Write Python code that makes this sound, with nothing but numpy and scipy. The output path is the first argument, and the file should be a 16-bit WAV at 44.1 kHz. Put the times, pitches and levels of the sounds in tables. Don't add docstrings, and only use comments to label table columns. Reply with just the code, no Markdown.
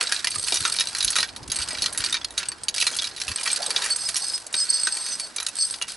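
import sys
import numpy as np
from scipy import signal
from scipy.io import wavfile
from scipy.ndimage import uniform_filter1d

SR = 44100
rng = np.random.default_rng(int(sys.argv[2]) if len(sys.argv) > 2 else 0)


def wav_out(sig):
    wavfile.write(sys.argv[1], SR, np.round(np.clip(np.atleast_2d(sig).T, -1, 1) * 32767).astype(np.int16))


N = 262836

BAR_PITCHES_HZ = [4470, 5070, 6070, 8372]
# T60/s, relative level/dB
BAR_RINGING = [(0.059, -3.5), (0.03, -7), (0.01, -5), (0.057, 7)]
# t/s, length/s, level/dB, f/Hz of the bar that rings out, its prominence/dB
SWINGS = [(3.903, 0.031, -28, 4470, 9.5), (3.983, 0.068, -35.5, 4470, -11), (4.039, 0.03, -36, 5070, 17.5),
          (4.2, 0.11, -32.5, 4470, -5), (4.336, 0.015, -33, 5070, 21.5), (4.555, 0.052, -27.5, 4470, 4.5),
          (4.599, 0.038, -31, 5070, 12), (4.688, 0.014, -23.5, 4470, 7), (4.725, 0.044, -27.5, 4470, 15),
          (4.787, 0.017, -27, 5070, 9), (4.83, 0.048, -29, 5070, -9), (4.91, .035, -32, 4470, -11),
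          (4.967, 0.19, -37, 4470, 9), (5.107, 0.034, -46, 6070, 23.5), (5.189, 0.071, -41, 4470, 13),
          (5.586, 0.062, -27.5, 4470, 9), (5.652, 0.03, -53, 4470, -2)]


def knocks(level_db=0.5, pan_db=-2.0, scatter_db=0.25, body_db=-18):
    # t/s, level/dB, clack/dB and tick/dB relative to it, settling time/s, f/Hz of the struck part
    impacts = [(0.0098, -19, -4.5, -6, 0.037, 4360), (0.026, -27, -7, -2, 0.028, 4360),
               (0.0702, -23, -26, -20, 0.042, 3850), (0.1212, -20, -1.5, -3.5, 0.056, 1644),
               (0.1617, -24.5, -22, -14, 0.045, 3990), (0.191, -31.5, -20, -14, 0.027, 3800),
               (0.244, -21, -3, -4, 0.055, 1846), (0.2707, -20, -5.5, -6.5, 0.052, 2050),
               (0.315, -29, -16, -7, 0.083, 4500), (0.3404, -36.5, -2, -12, 0.033, 3360),
               (0.3573, -37.5, 4, -7, 0.098, 1195), (0.381, -36, -16, 1, 0.26, 4400),
               (0.4428, -29, -28, -8, 0.051, 4340), (0.4718, -31, -7, -10, 0.043, 4560),
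               (0.4822, -25, -8.5, -4, 0.034, 4300), (0.5223, -19.5, -13.5, -6, 0.13, 3730),
               (0.5417, -23, -24, 1.5, 0.057, 5840), (0.5573, -25.5, -11, -0.5, 0.1, 5650),
               (0.5703, -22.5, -14, -22, 0.022, 5900), (0.6356, -30.5, -11, -12, 0.085, 4040),
               (0.6507, -19.5, -2, -10, 0.13, 1324), (0.7223, -25, -32, -3, 0.061, 4460),
               (0.7451, -36, 1, -16, 0.022, 2340), (0.764, -27, -15, -2, 0.046, 4340),
               (0.7866, -21, -14.5, -15, 0.14, 4190), (0.797, -22.5, -11, -1, 0.12, 3770),
               (0.807, -18, -9, -10, 0.048, 3890), (0.8711, -25.5, -19, -6, 0.12, 4030),
               (0.9488, -25, -6, -5, 0.11, 4170), (0.9842, -32, -19, 5, 0.065, 5900),
               (1.0058, -20.5, -17, -10, 0.046, 4000), (1.026, -22, -14.5, -3, 0.078, 10840),
               (1.0456, -23, -26, 6, 0.017, 10920), (1.078, -19.5, -26, -13, 0.06, 4270),
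               (1.1032, -36, -2, 15, 0.069, 9850), (1.1288, -26.5, -9.5, -20, 0.11, 4610),
               (1.1554, -23, -5, -4, 0.12, 1440), (1.163, -21, -3, -1.5, 0.052, 1280),
               (1.1843, -19, -5.5, -6, 0.089, 4060), (1.2035, -21, -18, -4.5, 0.067, 4130),
               (1.2284, -20.5, -4, -12, 0.077, 1596), (1.2878, -35.5, -10, -11, 0.049, 4340),
               (1.3619, -33.5, -9, -3.5, 0.05, 4300), (1.4294, -41, -18, -7, 0.066, 5040),
               (1.477, -42.5, -12, 5.5, 0.027, 8300), (1.4993, -31.5, -12, -5, 0.067, 10870),
               (1.517, -24, -18, 1.5, 0.047, 10920), (1.558, -28, -16, 0.5, 0.102, 4400),
               (1.5872, -30.5, -8, -13, 0.11, 8500), (1.6008, -31.5, -7, -2, 0.095, 4050),
               (1.6151, -32, -22, -1, 0.052, 8100), (1.6205, -25.5, -31, -6, 0.08, 4560),
               (1.685, -30, -13, -3, 0.035, 5000), (1.7058, -29.5, -5.5, -6, 0.125, 5000),
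               (1.7497, -30, -4, -24, 0.025, 4350), (1.7836, -28, -12, -12, 0.12, 3920),
               (1.8203, -20, -24, -5, 0.081, 4350), (1.84, -25.5, -6.5, -7, 0.013, 4230),
               (1.8594, -18.5, -13, -9.5, 0.038, 4130), (1.926, -41.5, -13, 10.5, 0.1, 8500),
               (1.947, -39.5, 2, -1, 0.18, 1520), (1.9752, -27, -10, 5.5, 0.061, 4520),
               (2.004, -28, -7, -1.5, 0.025, 4690), (2.0389, -22, -10.5, -8, 0.1, 4700),
               (2.0612, -24, -30, -9, 0.024, 4330), (2.1251, -20.5, -14, -5.5, 0.037, 3690),
               (2.1416, -20.5, -7, -11, 0.077, 3830), (2.1672, -27.5, -8, -25, 0.025, 3680),
               (2.2125, -35, -6, -20, 0.041, 3410), (2.245, -23.5, -15, -6.5, 0.023, 4240),
               (2.306, -39.5, -10, 0, 0.12, 3850), (2.3771, -20, -12.5, -4, 0.078, 4450),
               (2.4291, -32.5, -2.5, -11, 0.024, 2650), (2.455, -37, -11, -6, 0.061, 4500),
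               (2.4844, -39, -13, 9, 0.023, 8400), (2.5171, -31.5, -5.5, -8.5, 0.052, 4530),
               (2.6345, -43, -34, 9, 0.055, 8620), (2.683, -19, -16.5, -5, 0.054, 6620),
               (2.7415, -28.5, -18, -4, 0.15, 4500), (2.7607, -30.5, -11, -5, 0.14, 4660),
               (2.7805, -23, -21, -13, 0.052, 4340), (2.8016, -24, -28, -1.5, 0.089, 4020),
               (2.812, -20.5, -16, -5, 0.13, 2610), (2.8237, -20, -4.5, -6, 0.023, 2630),
               (2.8668, -17.5, -7.5, -6, 0.075, 4170), (2.9125, -39, -1, 5, 0.15, 1560),
               (2.938, -33.5, -12, -19, 0.026, 3270), (2.9647, -32, -11, 6.5, 0.072, 4250),
               (2.987, -21, -17, -18, 0.053, 3500), (3.0201, -27, -9.5, -3.5, 0.034, 3310),
               (3.042, -24.5, -12.5, -7.5, 0.066, 3840), (3.071, -28, -14, -9, 0.034, 5220),
               (3.112, -40, -10, -18, 0.079, 4300), (3.163, -33.5, -17, -5, 0.2, 4030),
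               (3.177, -36, -5, -5, 0.085, 3770), (3.2, -32, -10, -1.5, 0.045, 4360),
               (3.2151, -24.5, -10.5, -4.5, 0.024, 4050), (3.2797, -27.5, -4, -4, 0.15, 2620),
               (3.3151, -28, -6, -6, 0.052, 4170), (3.361, -35, -4, -8, 0.074, 4300),
               (3.3834, -31, -6, -11, 0.12, 2990), (3.41, -33, -3, 1, 0.053, 8600),
               (3.4317, -28.5, -26, 1, 0.14, 4970), (3.4603, -29, 2.5, -0.5, 0.092, 4260),
               (3.4744, -22, -4.5, -8, 0.031, 4430), (3.5005, -25, -8.5, -14, 0.12, 4360),
               (3.515, -31.5, -16, 5, 0.074, 5300), (3.5599, -24.5, -24, -2.5, 0.04, 4340),
               (3.627, -26.5, -22, -9, 0.14, 4620), (3.662, -29, -20, -3, 0.029, 4600),
               (3.7045, -23, -7.5, -2.5, 0.037, 4530), (3.7618, -16.5, -16, -15, 0.07, 3476),
               (3.8203, -25, -6, -5.5, 0.13, 4460), (3.842, -31.5, 2, 4.5, 0.15, 1780),
               (3.8597, -33, 3, 4, 0.027, 4770), (3.9014, -40, 2, 13, 0.093, 8250),
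               (3.963, -41, -10, 13.5, 0.071, 4500), (4.0877, -25.5, -8.5, 1.5, 0.069, 4150),
               (4.145, -44, 2, 3, 0.08, 8700), (4.157, -25, -12, -7, 0.14, 5770),
               (4.165, -27, -25, 5.5, 0.093, 5480), (4.1734, -33, -19, 5, 0.028, 5660),
               (4.4654, -40, -24, 7, 0.04, 4460), (4.527, -43.5, -5, 12, 0.13, 3900),
               (4.5404, -21, -8, -9, 0.071, 3880), (4.871, -22.5, 1.5, -7, 0.057, 1500),
               (4.969, -31, -6.5, 1.5, 0.025, 4430), (5.063, -31, -8, -1, 0.11, 5900),
               (5.1188, -33, -12, -6, 0.071, 6200), (5.1968, -28.5, -9.5, 0, 0.077, 4580),
               (5.3616, -30, -8.5, 4.5, 0.034, 4030), (5.3825, -26.5, -7, -15, 0.022, 3800),
               (5.4001, -27, -7.5, -4, 0.042, 4060), (5.422, -35, -4, -22, 0.04, 4000),
               (5.4275, -36, -7, 6, 0.034, 3920), (5.4644, -22.5, -13.5, -1, 0.03, 4000),
               (5.4845, -33, -8, 4, 0.048, 2630), (5.739, -29, -10, -14, 0.052, 4940),
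               (5.8131, -31, 1.5, -6, 0.13, 2835), (5.822, -25, -15, -1.5, 0.031, 2800),
               (5.8799, -38, -14, -8, 0.11, 4490)]
    # lower f/Hz, upper f/Hz
    bands = [(250, 1100), (1100, 2800), (2800, 6000), (6000, 11500)]
    times, db, clack_db, tick_db, settling, pitches = np.transpose(impacts)
    blows = np.array([blow(max(settle_s, .01), hz) for settle_s, hz in zip(settling, pitches)])
    out, coloured = np.zeros((2, N)), 0
    for (low, high), colour_db in zip(bands, (clack_db + body_db, clack_db, 0, tick_db)):
        part = band(blows, low, high, order=3)
        onset_rms = np.sqrt(np.mean(part[:, :SR // 125] ** 2, axis=1))
        coloured = coloured + part * (from_db(db + colour_db + level_db) / onset_rms)[:, None]
    for s, sound in zip(times, coloured):
        add(out, s, panned(sound, pan_db + scatter_db * rng.standard_normal()))
    return out


def blow(settle_s, own_hz, count=12, detune=0.0187, uneven_db=3.5, own_db=15.0, own_t60=0.027,
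         crack_db=2.0, crack_t60=0.012, rebound=0.92, chatter_share=.5, contact_s=0.00057):
    # f/Hz, relative level/dB, T60/s before damping by hand
    frame_modes = [(485, -3, 0.12), (760, -7.5, 0.11), (962, 4.5, 0.02), (1316, 3.5, 0.02),
                   (1527, -5, 0.14), (1562, -11, 0.11), (1884, 6, 0.03), (2367, 2.5, 0.045),
                   (2550, -14, 0.0047), (2592, -5.5, 0.12), (2900, 8.5, 0.011), (3300, -9, 0.18),
                   (3483, -5.5, 0.18), (3820, -7, 0.017), (3880, 8, 0.0043), (3900, 9.5, 0.021),
                   (4340, -8, 0.078), (4530, 18.5, 0.0093), (5020, -2.5, 0.086), (5440, 4, 0.025),
                   (5380, -13.5, 0.028), (6240, 1.5, 0.072), (6370, 11, 0.0067), (6530, -26, 0.17),
                   (6920, 0, 0.03), (8530, -13, 0.015), (8920, 7.5, 0.028), (8840, 0, 0.028),
                   (10606, 15, 0.016), (10730, -4, 0.016)]
    t = np.arange(SR // 10) / SR
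    hz, mode_db, t60 = np.transpose(frame_modes)
    hz = np.append(hz * (1 + detune * rng.standard_normal(len(hz))), own_hz)
    mode_db = np.append(mode_db + uneven_db * rng.standard_normal(len(mode_db)), own_db)
    t60 = np.minimum(np.append(t60, own_t60), .055)
    modes = np.sin(2 * np.pi * np.outer(hz, t)) * decay(t, t60[:, None])
    strength = from_db(mode_db) * rng.uniform(0.55, 1, (count, len(hz)))
    strength *= rng.choice([-1, 1], strength.shape)
    tones = strength @ modes / np.sqrt(np.sum(strength ** 2, axis=1, keepdims=True) / 2)
    cracks = from_db(crack_db) * rng.standard_normal(tones.shape) * decay(t, crack_t60)
    touches = (tones + cracks) * (1 - np.exp(-t / contact_s))
    lags = chatter_share * settle_s * ((np.arange(1, count) + rng.random(count - 1)) / count) ** 1.5
    out = touches[0].copy()
    for lag, force, touch in zip(lags, rng.uniform(0.39, 1, count - 1), touches[1:]):
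        i = int(np.clip(lag * SR, 1, len(t) - 1))
        out[i:] += rebound * force * from_db(-45 * lag / settle_s) * touch[:-i]
    return out


def thuds(band_hz=(224, 970), attack_s=0.0014, t60=0.14):
    # t/s, level/dB
    landings = [(.356, -48), (0.5206, -32), (1.1854, -34.5), (1.728, -37), (1.82, -38.5), (2.913, -38.5),
                (3.474, -43), (4.54, -41)]
    out, t = np.zeros(N), np.arange(SR // 5) / SR
    for s, db in landings:
        burst = rms_one(band(rng.standard_normal(len(t)), *band_hz))
        add(out, s, from_db(db) * burst * np.minimum(t / attack_s, 1) * decay(t, t60))
    return panned(out, -1.5)


def clinks(level_db=5.0, detune=0.0063, uneven_db=3.5, tick_db=-8.0, tick_t60=0.005):
    # t/s, relative level/dB
    strikes = [(0.029, -38), (0.0647, -41), (0.1455, -36), (0.3066, -31), (0.359, -30.5), (0.385, -29.5),
               (0.3965, -30.5), (0.4388, -29), (0.4853, -26.5), (0.591, -49), (0.677, -32), (0.724, -27),
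               (0.886, -34), (1.5464, -34), (1.565, -28), (1.588, -35), (1.616, -39), (1.6324, -35),
               (1.687, -35.0), (1.7087, -40.0), (1.731, -36.5), (1.928, -40), (2.0473, -31.5), (2.105, -42),
               (2.487, -28), (2.6348, -34.5), (2.7816, -38), (2.975, -39), (3.3598, -27.5), (3.3986, -38),
               (3.4096, -37), (3.5042, -43), (3.514, -33), (3.5305, -26), (3.663, -32), (3.6823, -36),
               (3.7854, -43), (3.8458, -33.0), (3.961, -27.5), (4.1442, -26.5), (4.552, -29), (4.704, -38),
               (4.834, -26.5), (4.9238, -27), (5.568, -32.5), (5.5871, -26.5), (5.709, -32), (5.727, -46)]
    out, t = np.zeros((2, N)), np.arange(SR // 7) / SR
    for s, db in strikes:
        sound = from_db(tick_db) * rng.standard_normal(len(t)) * decay(t, tick_t60)
        for hz, (t60, tone_db) in 2 * list(zip(BAR_PITCHES_HZ, BAR_RINGING)):
            pitch, force = rng.standard_normal(2)
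            tone = np.sin(2 * np.pi * hz * (1 + detune * pitch) * t)
            sound += from_db(tone_db + uneven_db * force) / 2 * tone * decay(t, t60)
        add(out, s, panned(from_db(db + level_db) * sound, -1.8 + rng.standard_normal()))
    return out


def jingle(taps_per_s=130, spread_db=2.0, shimmer_db=-2.5, t60_factor=1.7,
           detune=.004, neighbour_db=-12, skirt_hz=260):
    tone_levels = [-4, -4, -9.5, 4.5]
    force = swells(SWINGS, from_db(np.array(SWINGS)[:, 2]), attack_s=.014, release_s=0.016)
    taps = [contacts(taps_per_s, spread_db) for _ in range(3)]
    out = 0
    for hz, (t60, _), tone_db in zip(BAR_PITCHES_HZ, BAR_RINGING, tone_levels):
        bars = sum(from_db(neighbour_db * abs(k)) * ring(tap, hz * (1 + k * detune), t60_factor * t60)
                   for k, tap in zip((-1, 0, 1), taps))
        bars = evened(band(bars, hz - skirt_hz, hz + skirt_hz, order=1), 0.046)
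        shimmer = from_db(tone_db + shimmer_db * drift(35))
        out = out + panned(force * shimmer * bars, -1.8 + 2.2 * drift(12))
    return out


def ringing_out(level_db=-6.0, fade_db_per_s=45, waver_db=4.0):
    out = np.zeros(N)
    for s, length_s, db, hz, prominence_db in SWINGS:
        shape = swell(length_s, attack_s=0.0049, release_s=0.0098)
        t = np.arange(len(shape)) / SR
        gain = from_db(db + prominence_db + level_db - fade_db_per_s * t)
        add(out, s, gain * shape * np.sin(2 * np.pi * hz * t))
    return panned(out * from_db(waver_db * drift(60)), -2.0)


def rattle(level_db=-4.0, clatter_db=-6.5, fizz_db=-2):
    # t/s, length/s, relative level/dB, brightness/dB
    moves = [(0.0, 0.18, -28.5, -2.5), (0.295, 0.29, -33, 5), (0.463, 0.27, -28, 1.5),
             (0.728, 0.2, -34.5, -0.5), (.96, 0.24, -30.5, 1), (1.513, .12, -32.5, -2.5),
             (1.667, 0.23, -34, -2.5), (1.97, 0.14, -30.5, -3), (2.37, 0.042, -32.5, -7),
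             (2.739, .13, -28.5, 1), (2.896, 0.16, -32.5, 0), (3.203, 0.38, -35.5, -0.5),
             (3.445, 0.29, -30.5, 0), (3.734, 0.17, -29, -2.5), (3.972, 0.39, -32.5, 2),
             (4.56, 0.23, -32.5, 0.5), (4.793, 0.36, -33.5, 1.5), (5.172, 0.098, -40, 1),
             (5.36, 0.34, -42, 0.5), (5.548, .19, -35.5, 4.5), (5.875, 0.027, -31, 1.5)]
    # t/s, fraction hanging free
    lift = [(0, .1), (3.7, .1), (4.1, .5), (5.3, .55), (5.96, .25)]
    resting_levels = [-50, -47, -51.5]
    hanging = in_time(lift)[0]
    drops = rms_one(contacts(per_s=560, spread_db=4.5))
    slips = rms_one(contacts(per_s=4000, spread_db=3.5))
    sound = links(np.sqrt(1 - hanging) * drops + np.sqrt(hanging) * slips)
    _, _, db, bright_db = np.transpose(moves)
    bands_hz = [(1100, 2800), (2800, 7500), (7500, 11500)]
    colours_db = (clatter_db - bright_db, 0, fizz_db + bright_db)
    out = 0
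    for (low, high), colour_db, resting_db in zip(bands_hz, colours_db, resting_levels):
        moving = swells(moves, from_db(db + colour_db), attack_s=0.0067, release_s=0.053)
        force = np.hypot(moving, from_db(resting_db))
        out = out + force * evened(band(sound, low, high, order=3), 0.06)
    return panned(from_db(level_db) * out, -1.7 + 3.6 * drift(130))


def links(touches, t60_cycles=125, tick_db=-13.5, tick_s=.003):
    # f/Hz, relative level/dB
    spectrum = [(900, -102), (1400, 4.5), (1800, -1.5), (2200, -11.5), (3000, -0.5), (4400, 16),
                (5500, 12.5), (7300, 5), (8400, 21.5), (9600, 16), (11000, 17)]
    pitches = np.geomspace(1050, 11000, num=44)
    at, rings, clicks = np.flatnonzero(touches), np.zeros(N), np.zeros(N)
    for hz, forces in zip(pitches, rng.standard_normal((len(pitches), N // 20))):
        clicks[at] = touches[at] * np.resize(forces, len(at)) * from_db(at_hz(spectrum, hz)) * np.sqrt(hz)
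        rings += ring(clicks, hz, min(t60_cycles / hz, .05))
    tick_envelope = signal.lfilter([1], [1, -np.exp(-1 / (tick_s * SR))], np.abs(touches) + 1e-18)
    ticks = tick_envelope * rng.standard_normal(N)
    return rms_one(rms_one(rings) + from_db(tick_db) * rms_one(ticks))


def sleeve(half_width_hz=80, level_db=1.0):
    # t/s, f/Hz, relative level/dB
    stroke = [(3.53, 400, -77), (3.575, 494.6, -53), (3.605, 640, -36.5), (3.63, 793, -40.5),
              (3.655, 836, -53), (3.685, 517, -41.5), (3.72, 471, -48), (3.76, 394, -63), (3.83, 355, -74)]
    hz, db = in_time(stroke)
    t = np.arange(N) / SR
    low_pass = signal.butter(2, half_width_hz, fs=SR, output="sos")
    grain = signal.sosfilt(low_pass, rng.standard_normal((2, N)))
    phase = 2 * np.pi * np.cumsum(hz) / SR
    rasp = evened(grain[0] * np.cos(phase) + grain[1] * np.sin(phase), 0.039)
    sliding = (t > stroke[0][0]) & (t < stroke[-1][0])
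    return panned(rasp * from_db(db + level_db) * sliding, -6.5)


def jacket(level_db=1.0):
    # t/s, relative level/dB
    motion = [(0.0, -45), (0.36, -51), (0.6, -48), (1.34, -49.5), (1.96, -45.5), (2.19, -50), (3.3, -50.5),
              (3.7, -44.5), (3.77, -40), (3.9, -47), (4.52, -51), (5.24, -48.5), (5.64, -53.5), (5.96, -52)]
    # f/Hz, relative level/dB
    spectrum = [(150, -1), (260, -2), (500, 1.5), (900, 6), (1300, -0.5), (2200, -6)]
    return from_db(in_time(motion)[0] + level_db) * noise(spectrum, flicker_db=3.5) * from_db([[-.8], [.8]])


def reflections(x, near_db=-14.0, near_t60=0.0067, far_db=-26.5, far_t60=0.46):
    t = np.arange(SR // 2) / SR
    near = band(rng.standard_normal((2, len(t))), 130, 5700, order=1) * decay(t, near_t60) * (t > .002)
    far = band(rng.standard_normal((2, len(t))), 200, 2800, order=1) * decay(t, far_t60) * (t > .018)
    response = (from_db(near_db) * rms_one(near) + from_db(far_db) * rms_one(far)) / np.sqrt(2 * len(t))
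    return signal.fftconvolve(x.mean(axis=0)[None], response, axes=1)[:, :N]


def wind(gust_db=2.5, band_ratio=2.3):
    # f/Hz, relative level/dB
    spectrum = [(15, -40), (25, -40), (54, 1), (91, -4.5), (114, 3.5), (145, -9), (242, -2), (335, -11),
                (500, -35), (650, -40), (1100, -120)]
    # t/s, level/dB
    breeze = [(0, -62), (.3, -55.5), (1.25, -54.5), (1.45, -47.5), (2.1, -52), (2.3, -53.5), (2.8, -56.5),
              (3.2, -55), (3.55, -63), (4.1, -56), (4.7, -68), (5.96, -59.5)]
    # t/s, length/s, relative level/dB, centre f/Hz
    gusts = [(0.347, 0.042, -43, 120), (0.581, 0.04, -43, 105), (1.034, 0.043, -41.5, 100),
             (1.395, 0.033, -50, 100), (1.468, 0.033, -44, 120), (1.586, .03, -45, 90),
             (1.78, .03, -45, 90), (1.98, 0.045, -48, 110), (3.267, 0.053, -42, 65)]
    rumble = noise(spectrum, flicker_db=2.5)
    out = from_db(in_time(breeze)[0]) * evened(rumble, 0.1)
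    for s, length_s, db, hz in gusts:
        shape = swell(length_s, attack_s=0.037, release_s=0.0061)
        stretch = rumble[:, int(s * SR):][:, :len(shape)]
        gust = rms_one(band(stretch, hz / band_ratio, hz * band_ratio, order=1))
        add(out, s, from_db(db + gust_db) * gust * shape)
    return out


def street(level_db=-60):
    # f/Hz, relative level/dB
    spectrum = [(30, 39), (80, -36), (160, -17), (260, 24), (800, -12), (1500, -39), (3000, 6), (6000, 1),
                (11000, -14)]
    return from_db(level_db) * noise(spectrum, flicker_db=2.5)


def noise(spectrum, flicker_db):
    # f/Hz, left-right correlation
    coherence = [(30, .85), (70, 0.85), (170, 0.59), (350, 0.78), (700, 0.68), (1500, 0.38), (4000, 0.18),
                 (11000, .9)]
    edges = np.geomspace(spectrum[0][0], spectrum[-1][0], num=9)
    out, white = np.zeros((2, N)), rng.standard_normal((2, 2, N))
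    for k, (low, high) in enumerate(zip(edges, edges[1:])):
        mid, side = band(white[k % 2], low, high)
        hz = np.sqrt(low * high)
        alike = at_hz(coherence, hz)
        gain = from_db(at_hz(spectrum, hz) + flicker_db * drift(30))
        out[0] += np.sqrt(1 + alike) * gain * mid
        out[1] += np.sqrt(1 - alike) * gain * side
    return rms_one(np.array([out[0] + out[1], out[0] - out[1]]))


def ring(clicks, hz, t60):
    r, w = from_db(-60 / (t60 * SR)), 2 * np.pi * hz / SR
    return signal.lfilter([np.sin(w)], [1, -2 * r * np.cos(w), r * r], clicks + 1e-18)


def contacts(per_s, spread_db):
    sizes = from_db(spread_db * np.minimum(rng.exponential(1, N), 4))
    return sizes * rng.choice([-1, 1], N) * (rng.random(N) < per_s / SR)


def decay(t, t60):
    return np.exp(-np.log(1000) * t / t60)


def swell(length_s, attack_s, release_s):
    age = np.arange(int((length_s + 6 * release_s) * SR) + 2) / SR
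    return np.minimum(age / attack_s, 1) * np.exp(-np.maximum(age - length_s, 0) / release_s)


def swells(rows, gains, attack_s, release_s):
    power = np.zeros(N)
    for (s, length_s, *_), gain in zip(rows, gains):
        add(power, s, (gain * swell(length_s, attack_s, release_s)) ** 2)
    return np.sqrt(power)


def drift(per_s):
    knots = rng.standard_normal(N // 20)
    return np.interp(np.arange(N) * (per_s / SR), np.arange(len(knots)), knots)


def evened(x, span_s):
    size = int(span_s * SR)
    power = uniform_filter1d(uniform_filter1d(np.atleast_2d(x ** 2).mean(axis=0), size), size)
    return x / np.sqrt(np.abs(power) + np.mean(x ** 2) / 100)


def band(x, low, high, order=2):
    return signal.sosfilt(signal.butter(order, [low, high], "band", fs=SR, output="sos"), x + 1e-18)


def from_db(db):
    return 10 ** (np.asarray(db) / 20)


def rms_one(x):
    return x * (np.vdot(x, x) / x.size + 1e-20) ** -.5


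def in_time(rows):
    s, *columns = np.transpose(rows)
    return [np.interp(np.arange(N) / SR, s, c) for c in columns]


def at_hz(points, hz):
    frequencies, values = np.transpose(points)
    return np.interp(np.log(hz), np.log(frequencies), values)


def panned(x, pan_db):
    return np.array([x * from_db(pan_db / 2), x * from_db(-pan_db / 2)])


def add(out, s, sound):
    i = int(np.clip(s * SR, 0, N - 1))
    out[..., i:i + sound.shape[-1]] += sound[..., :N - i]


def scene():
    direct = knocks() + thuds() + clinks() + jingle() + ringing_out() + rattle() + sleeve()
    return direct + reflections(direct) + wind() + jacket() + street()


def record(dry, ceiling=0.9, cutoff_hz=11150):
    rounded = ceiling * np.tanh(dry / ceiling)
    return signal.sosfilt(signal.ellip(10, .3, 80, cutoff_hz, fs=SR, output="sos"), rounded)


dry = scene()
out = record(dry)
wav_out(out)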